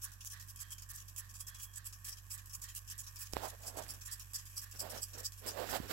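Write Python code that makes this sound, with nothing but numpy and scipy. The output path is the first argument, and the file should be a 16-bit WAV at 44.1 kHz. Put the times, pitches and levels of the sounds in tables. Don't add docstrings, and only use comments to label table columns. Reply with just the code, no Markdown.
import sys
import numpy as np
from scipy import signal
from scipy.fft import rfft, irfft, next_fast_len
from scipy.io import wavfile
from scipy.ndimage import uniform_filter1d, map_coordinates

SR = 44100
rng = np.random.default_rng(int(sys.argv[2]) if len(sys.argv) > 2 else 0)


def materialize(psi):
    bounded = np.clip(np.atleast_2d(psi).T, -1, 1)
    quanta = np.round(bounded * 32767).astype(np.int16)
    wavfile.write(sys.argv[1], SR, quanta)


N = 261072

# start_s, period_s
ARM_BEATS = [(.025, .2268), (.03, .2868), (.04, .26), (.015, .19), (.12, .2917)]
# hiss_db, delay_s, rise_s, hold_s, tail_t60_s, nozzle_offset_db, tick_db, lean_db
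SPRINKLER_HEADS = [(-42, 0.0036, 0.0072, 0.024, 0.075, -11.5, -45, -8),
                   (-46, .001, 0.0017, 0.028, 0.034, -11.5, -47.5, -5.5),
                   (-53, .001, 0.0016, .015, 0.086, -3.5, -42.5, -2),
                   (-54, 0.00052, 0.001, 0.017, 0.11, -2, -61, -5),
                   (-56, 0.00046, 0.00089, 0.021, 0.081, -6, -55, -2)]


def amp(db):
    return 10 ** (np.asarray(db) / 20)


def unit(x):
    return x / np.sqrt(np.mean(x ** 2) + 1e-20)


def gain_at(spectrum, hz):
    freq_hz, level_db = np.transpose(spectrum)
    return amp(np.interp(np.log(hz + 1), np.log(freq_hz + 1), level_db))


def clock():
    return np.arange(N) / SR


def wobble(rate_hz):
    knots = rng.standard_normal(int(N * rate_hz / SR) + 4)
    return map_coordinates(knots, [np.arange(N) * rate_hz / SR])


def filtered(x, response):
    size = next_fast_len(N + 8192)
    return irfft(rfft(x, size) * response(np.fft.rfftfreq(size, 1 / SR)), size)[..., :N]


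def noise(spectrum):
    return unit(filtered(rng.standard_normal((2, N)), lambda hz: gain_at(spectrum, hz)))


def ringing(size, hz, q):
    resonance = signal.iirpeak(min(hz, SR / 3), max(q, .8), SR)
    return unit(signal.lfilter(*resonance, rng.standard_normal((2, size))))


def ports(x):
    # freq_hz, gain_db
    left = [(1000, -8), (1750, -11), (2100, -9), (2550, 6), (2800, -20), (3200, 2.5), (4050, -24.5),
            (4600, -5.5), (5650, 6.5), (8000, 1.5), (10400, -8.5), (11400, 4.5), (12800, -2), (15500, 1)]
    right = [(1000, -4), (1750, -9.5), (2100, -6.5), (2800, 3), (4300, -10), (5100, -4), (6400, 3),
             (7800, 14.5), (8600, 0), (10400, 0), (12200, 2.5), (13600, 5), (14700, -24), (15700, 8.5)]
    return unit(filtered(x, lambda hz: np.array([gain_at(left, hz), gain_at(right, hz)])))


def pan(lean_db):
    return unit(amp([[lean_db / 2], [-lean_db / 2]]))


def add(track, start_s, sound):
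    span = track[:, round(start_s * SR):][:, :sound.shape[-1]]
    span += sound[..., :span.shape[1]]


def pump(rumble_db=-69.0):
    # pitch_hz, level_db
    orders = [(48.45, -60.5), (96.9, -57.5), (145.35, -79)]
    # freq_hz, density_db
    field = [(20, -22), (45, -10.5), (70, -3), (140, -8.5), (190, -16), (300, -23), (420, -33.5),
             (800, -26), (2000, -55)]
    drift_s = .00025 * wobble(3)
    t = clock() + drift_s
    hum = sum(amp(db + 0.62 * wobble(4.8)) * np.sqrt(2) * np.sin(2 * np.pi * hz * t)
              for hz, db in orders)
    air = noise(field)
    return pan(lean_db=-7) * hum + pan(lean_db=-4) * amp(rumble_db) * (air + 0.3 * air[::-1])


def wind():
    # peak_s, sigma_s, level_db
    gusts = [(3.42, 0.023, -63), (3.81, 0.1, -63), (5.85, 0.12, -53)]
    # freq_hz, density_db
    buffet = [(20, -21), (60, 4), (150, -12.5), (280, -11), (600, -26), (2000, -65)]
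    strength = sum(amp(db) * np.exp(-.5 * ((clock() - peak_s) / sigma_s) ** 2)
                   for peak_s, sigma_s, db in gusts)
    lumps = amp(4 * wobble(30))
    return strength * lumps * pan(lean_db=-6) * noise(buffet)


def bird(gain_db=4.0, arch_hz=210, waver_hz=22, blur=0.7):
    # start_s, length_s, top_hz, relative_db
    whistles = [(0.549, 0.31, 3230, -74), (1.405, 0.42, 3340, -72), (2.677, 0.057, 3170, -69)]
    pitch_hz, level = np.zeros(N), np.zeros(N)
    for start_s, length_s, top_hz, db in whistles:
        progress = np.clip((clock() - start_s) / length_s, 0, 1)
        arch = np.sqrt(abs(np.sin(np.pi * progress ** 0.59)))
        pitch_hz = np.where(clock() >= start_s, top_hz - arch_hz * (1 - arch), pitch_hz)
        level += amp(db + gain_db) * arch
    phase = 2 * np.pi * np.cumsum(pitch_hz + waver_hz * wobble(23)) / SR
    scatter = wobble(240) * np.sin(phase) + wobble(240) * np.cos(phase)
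    fading = amp(1.5 * wobble(22))
    return level * fading * (np.sin(phase) + blur * scatter)


def falling_spray(patter_gain_db=1, flow_db=-68):
    # time_s, relative_db
    swell = [(0, -66), (2, -66), (3.6, -63.5), (4.3, -61.5), (4.7, -61.5), (5.9, -62.5)]
    # freq_hz, density_db
    drops = [(300, 2.5), (800, -9), (1100, -24), (2000, 2), (3200, 0.5), (4500, 2.5), (8000, -5),
             (12000, 5.5), (16000, -11)]
    patter_db = np.interp(clock(), *np.transpose(swell)) + patter_gain_db
    patter = amp(patter_db + wobble(8.3) + 1.9 * wobble(400)) * ports(noise(drops))
    flow = noise([(600, -53), (900, -5), (1110, 8.5), (1350, -6.5),
                  (1600, 6), (1850, 5.5), (2100, -28.5), (4000, -14)])
    return patter + amp(flow_db + wobble(6.4)) * pan(lean_db=-8.5) * flow


def rubs(scrape_gain_db=-3, hollow_gain_db=-2.33, grain_db=0.93):
    # peak_s, sigma_s, relative_db, hollow_hz, scrape_offset_db
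    slides = [(3.374, 0.022, -48.5, 457, 3), (3.446, 0.025, -40.5, 780, -6),
              (3.533, 0.017, -54.5, 594, -15), (3.672, 0.046, -54, 660, -2.5), (3.792, 0.025, -42, 597, -7),
              (3.897, 0.055, -63, 690, 7), (4.756, 0.013, -68.5, 444, 15), (4.853, 0.03, -45, 605, -4),
              (4.954, 0.031, -47.5, 630, 0), (5.181, 0.033, -53.5, 515, 0), (5.478, .029, -46, 500, 1),
              (5.606, .036, -39, 586, -4), (5.69, 0.022, -50, 680, 6.5), (5.746, 0.023, -37, 680, .5),
              (5.839, 0.035, -53.5, 403, 4), (5.914, 0.012, -40, 470, 6)]
    # freq_hz, density_db
    rasp = [(60, -20), (200, -1.5), (400, -5), (900, -11), (1550, -4), (2300, -10.5), (2900, -9.5),
            (4000, -11), (5000, -11.5), (6400, -20), (7700, -12.5), (9500, -25), (12000, -14), (15500, -16)]
    hollows, scraping, t = np.zeros((2, N)), np.zeros((1, N)), np.arange(SR // 2) / SR
    case = signal.butter(2, [250, 1300], "bandpass", fs=SR)
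    for peak_s, sigma_s, db, hollow_hz, scrape_offset_db in slides:
        envelope = amp(db) * np.exp(-.5 * ((t - t.mean()) / sigma_s) ** 2)
        ring = unit(signal.lfilter(*case, ringing(len(t), hollow_hz, q=2.2)))
        add(hollows, peak_s - t.mean(), envelope * ring)
        add(scraping, peak_s - t.mean(), envelope * amp(scrape_offset_db))
    scrape = amp(scrape_gain_db) * pan(lean_db=-15.5) * scraping * noise(rasp)
    hollow = amp(hollow_gain_db) * pan(lean_db=-52) * hollows
    return (scrape + hollow) * amp(grain_db * wobble(350) + wobble(60))


def knocks(crack_t60_s=0.0032, thump_hz=62, thump_db=-42, thump_t60_s=0.24):
    # start_s, body_db, body_hz, decay_s, crack_db, crack_hz
    contacts = [(3.326, -48, 8200, 0.002, -36, 9000), (3.3337, -37, 5100, 0.0047, -32, 7000),
                (3.3353, -26, 332, 0.0019, -25.5, 5960), (3.3679, -20.5, 796, 0.0023, -29.5, 2200),
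                (3.866, -40.5, 2240, 0.0015, -42.5, 3000), (5.322, -52, 4960, 0.0025, -42, 7000),
                (5.801, -31, 200, 0.0078, -52, 1000)]
    out, t = np.zeros((2, N)), np.arange(SR // 5) / SR
    for start_s, body_db, body_hz, decay_s, crack_db, crack_hz in contacts:
        age = np.log(1000) * t / decay_s
        push = age * np.exp(1 - age)
        body = amp(body_db) * push * np.sin(2 * np.pi * body_hz * t)
        crack = amp(crack_db - 60 * t / crack_t60_s) * ringing(len(t), crack_hz, q=0.8)
        add(out, start_s, pan(lean_db=-21) * (body + crack))
    thump = amp(thump_db - 60 * t / thump_t60_s) * np.sin(2 * np.pi * thump_hz * t)
    add(out, contacts[2][0], thump)
    return out


def strokes(head):
    # time_s, then late_ms for heads 0-4
    drift = [(0, -6.5, -7.5, -0.2, -2.5, -4), (0.978, 2.1, -1, -.5, 7.5, 2.5), (1.97, 5, 7, -3.3, 9, 9),
             (2.948, 4.5, 1, -1.9, 9.5, -4), (3.931, 1, 9, -3, 5, -4), (4.921, -2.1, -10.5, -9, -9.5, 4),
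             (5.9, -7, -22.5, -10, -27, 3)]
    time_s, *late_ms = np.transpose(drift)
    start_s, period_s = ARM_BEATS[head]
    beat_s = np.arange(start_s, N / SR, period_s)
    return beat_s + np.interp(beat_s, time_s, late_ms[head]) / 1000


def pipe(head=1, delay_s=0.0032, rise_s=0.013, t60_s=0.42, upper_hz=1720, lower_hz=1130, gain_db=2):
    # start_s, relative_db, upper_hz
    hard = [(.031, -66, 1590), (0.324, -65.5, 1820), (2.63, -68.5, 1810), (4.07, -64, 1750),
            (4.61, -68.5, 1730)]
    out, t = np.zeros((2, N)), np.arange(SR // 2) / SR
    usual_relative_db, half_beat_s = -69, ARM_BEATS[head][1] / 2
    usual = [(s + delay_s, usual_relative_db, upper_hz * rng.normal(1, 0.031)) for s in strokes(head)
             if all(abs(s - hard_s) > half_beat_s for hard_s, *_ in hard)]
    for start_s, db, hz in hard + usual:
        body = ringing(len(t), hz, q=7.1) + amp(-3) * ringing(len(t), lower_hz, q=12)
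        envelope = amp(db + gain_db - 60 * t / t60_s) * (1 - np.exp(-t / rise_s))
        add(out, start_s, envelope * body)
    walls = [(500, -18), (850, 2.5), (1050, 3.5), (1900, 13), (2100, 4.5), (4000, 21)]
    return pan(lean_db=-7.5) * filtered(out, lambda hz: gain_at(walls, hz))


def slaps(t60_s=0.012, scatter_db=2.7, entry_s=0.001, drop_db=-58, drops_per_s=70):
    # start_s, peak_db
    hard = [(.0427, -36), (.823, -43), (2.7501, -33.5), (2.9807, -39), (4.0596, -40), (4.113, -48)]
    strikes, t = np.zeros((2, N)), np.arange(SR // 20) / SR
    tick = amp(-60 * t / t60_s)
    for start_s, peak_db in hard:
        add(strikes, start_s, amp(peak_db) * tick)
    for head, (*_, tick_db, lean_db) in enumerate(SPRINKLER_HEADS):
        for start_s in strokes(head) + entry_s:
            strength = amp(tick_db + scatter_db * rng.standard_normal())
            add(strikes, start_s, strength * pan(lean_db) * tick)
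    for when, size, side in rng.random((int(drops_per_s * N / SR), 3)):
        add(strikes, when * N / SR, amp(drop_db + 12 * size) * pan(12 * side - 7) * tick ** 4)
    return strikes * ports(noise([(1000, -11.5), (2500, -1), (5000, 1.5), (9000, 14), (16000, 10)]))


def patchy_colour(x, depth_db):
    spectra = signal.stft(x, nperseg=512)[2]
    patches = uniform_filter1d(rng.standard_normal(spectra.shape), size=7, axis=1)
    patches = uniform_filter1d(patches, size=12, axis=2)
    return signal.istft(spectra * amp(depth_db * unit(patches)), nperseg=512)[1][:, :N]


def spurts(scatter_db=1.05, soften_db=-2, colour_db=1.55, flutter_db=1.63,
           nozzle_gain_db=1.5, tsk_gain_db=5):
    # freq_hz, density_db
    hiss_band = [(3000, -22), (5500, -3.5), (6600, -6), (10000, 6.5), (16000, -1.5)]
    nozzle_band = [(300, -50), (800, -22), (1100, 3.5), (2000, -9), (3200, -2), (4200, 4.5), (5000, 3),
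                   (6000, -0.5), (7000, -2.5), (10000, -59)]
    tsk_band = [(3900, -35), (4600, -4), (5000, 0), (5650, -2.5), (6200, -29), (7500, -32)]
    # time_s, gain_db, facing (0-1)
    swing = [(0, -0.5, 0), (.7, -3, 0.04), (1.4, 2, 0.09), (2.3, 0.5, 0.07), (2.9, 1.5, 0), (3.6, 1, 0.57),
             (4.4, 6.5, 0.62), (5.1, 5, 0.64), (5.9, 1, .95)]
    swing_s, swing_db, swing_facing = np.transpose(swing)
    hiss_power, nozzle_power, tsk_power = np.zeros((3, 2, N))
    t = np.arange(SR // 5) / SR
    for head, row in enumerate(SPRINKLER_HEADS):
        hiss_db, delay_s, rise_s, hold_s, t60_s, nozzle_offset_db, _, lean_db = row
        shape = (1 - np.exp(-t / rise_s)) * amp(hiss_db - 60 * np.maximum(t - hold_s, 0) / t60_s)
        nearest = head == 0
        for start_s in strokes(head) + delay_s:
            size, colour = rng.standard_normal(2)
            spurt = shape * amp(nearest * np.interp(start_s, swing_s, swing_db) + scatter_db * size)
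            band_power = (amp(nozzle_offset_db + colour_db * colour) * spurt) ** 2
            facing = nearest * np.interp(start_s, swing_s, swing_facing)
            add(hiss_power, start_s, (pan(lean_db) * amp(facing * soften_db) * spurt) ** 2)
            add(nozzle_power, start_s, (1 - facing) * band_power)
            add(tsk_power, start_s, facing * band_power)
    hiss = np.sqrt(hiss_power) * np.array([unit(side) for side in ports(noise(hiss_band))])
    nozzle = amp(nozzle_gain_db) * np.sqrt(nozzle_power) * ports(noise(nozzle_band))
    tearing = amp(flutter_db * wobble(220) + wobble(1300) - 1.5)
    jets = patchy_colour(hiss + nozzle, depth_db=3.5)
    tsk = amp(tsk_gain_db) * np.sqrt(tsk_power) * noise(tsk_band)
    return tearing * (jets + tsk)


def scene():
    sprinklers = spurts() + slaps() + pipe() + falling_spray()
    return sprinklers + pump() + bird() + rubs() + knocks() + wind()


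def record(dry, top_hz=15850):
    return filtered(dry, lambda hz: hz < top_hz)


dry = scene()
out = record(dry)
materialize(out)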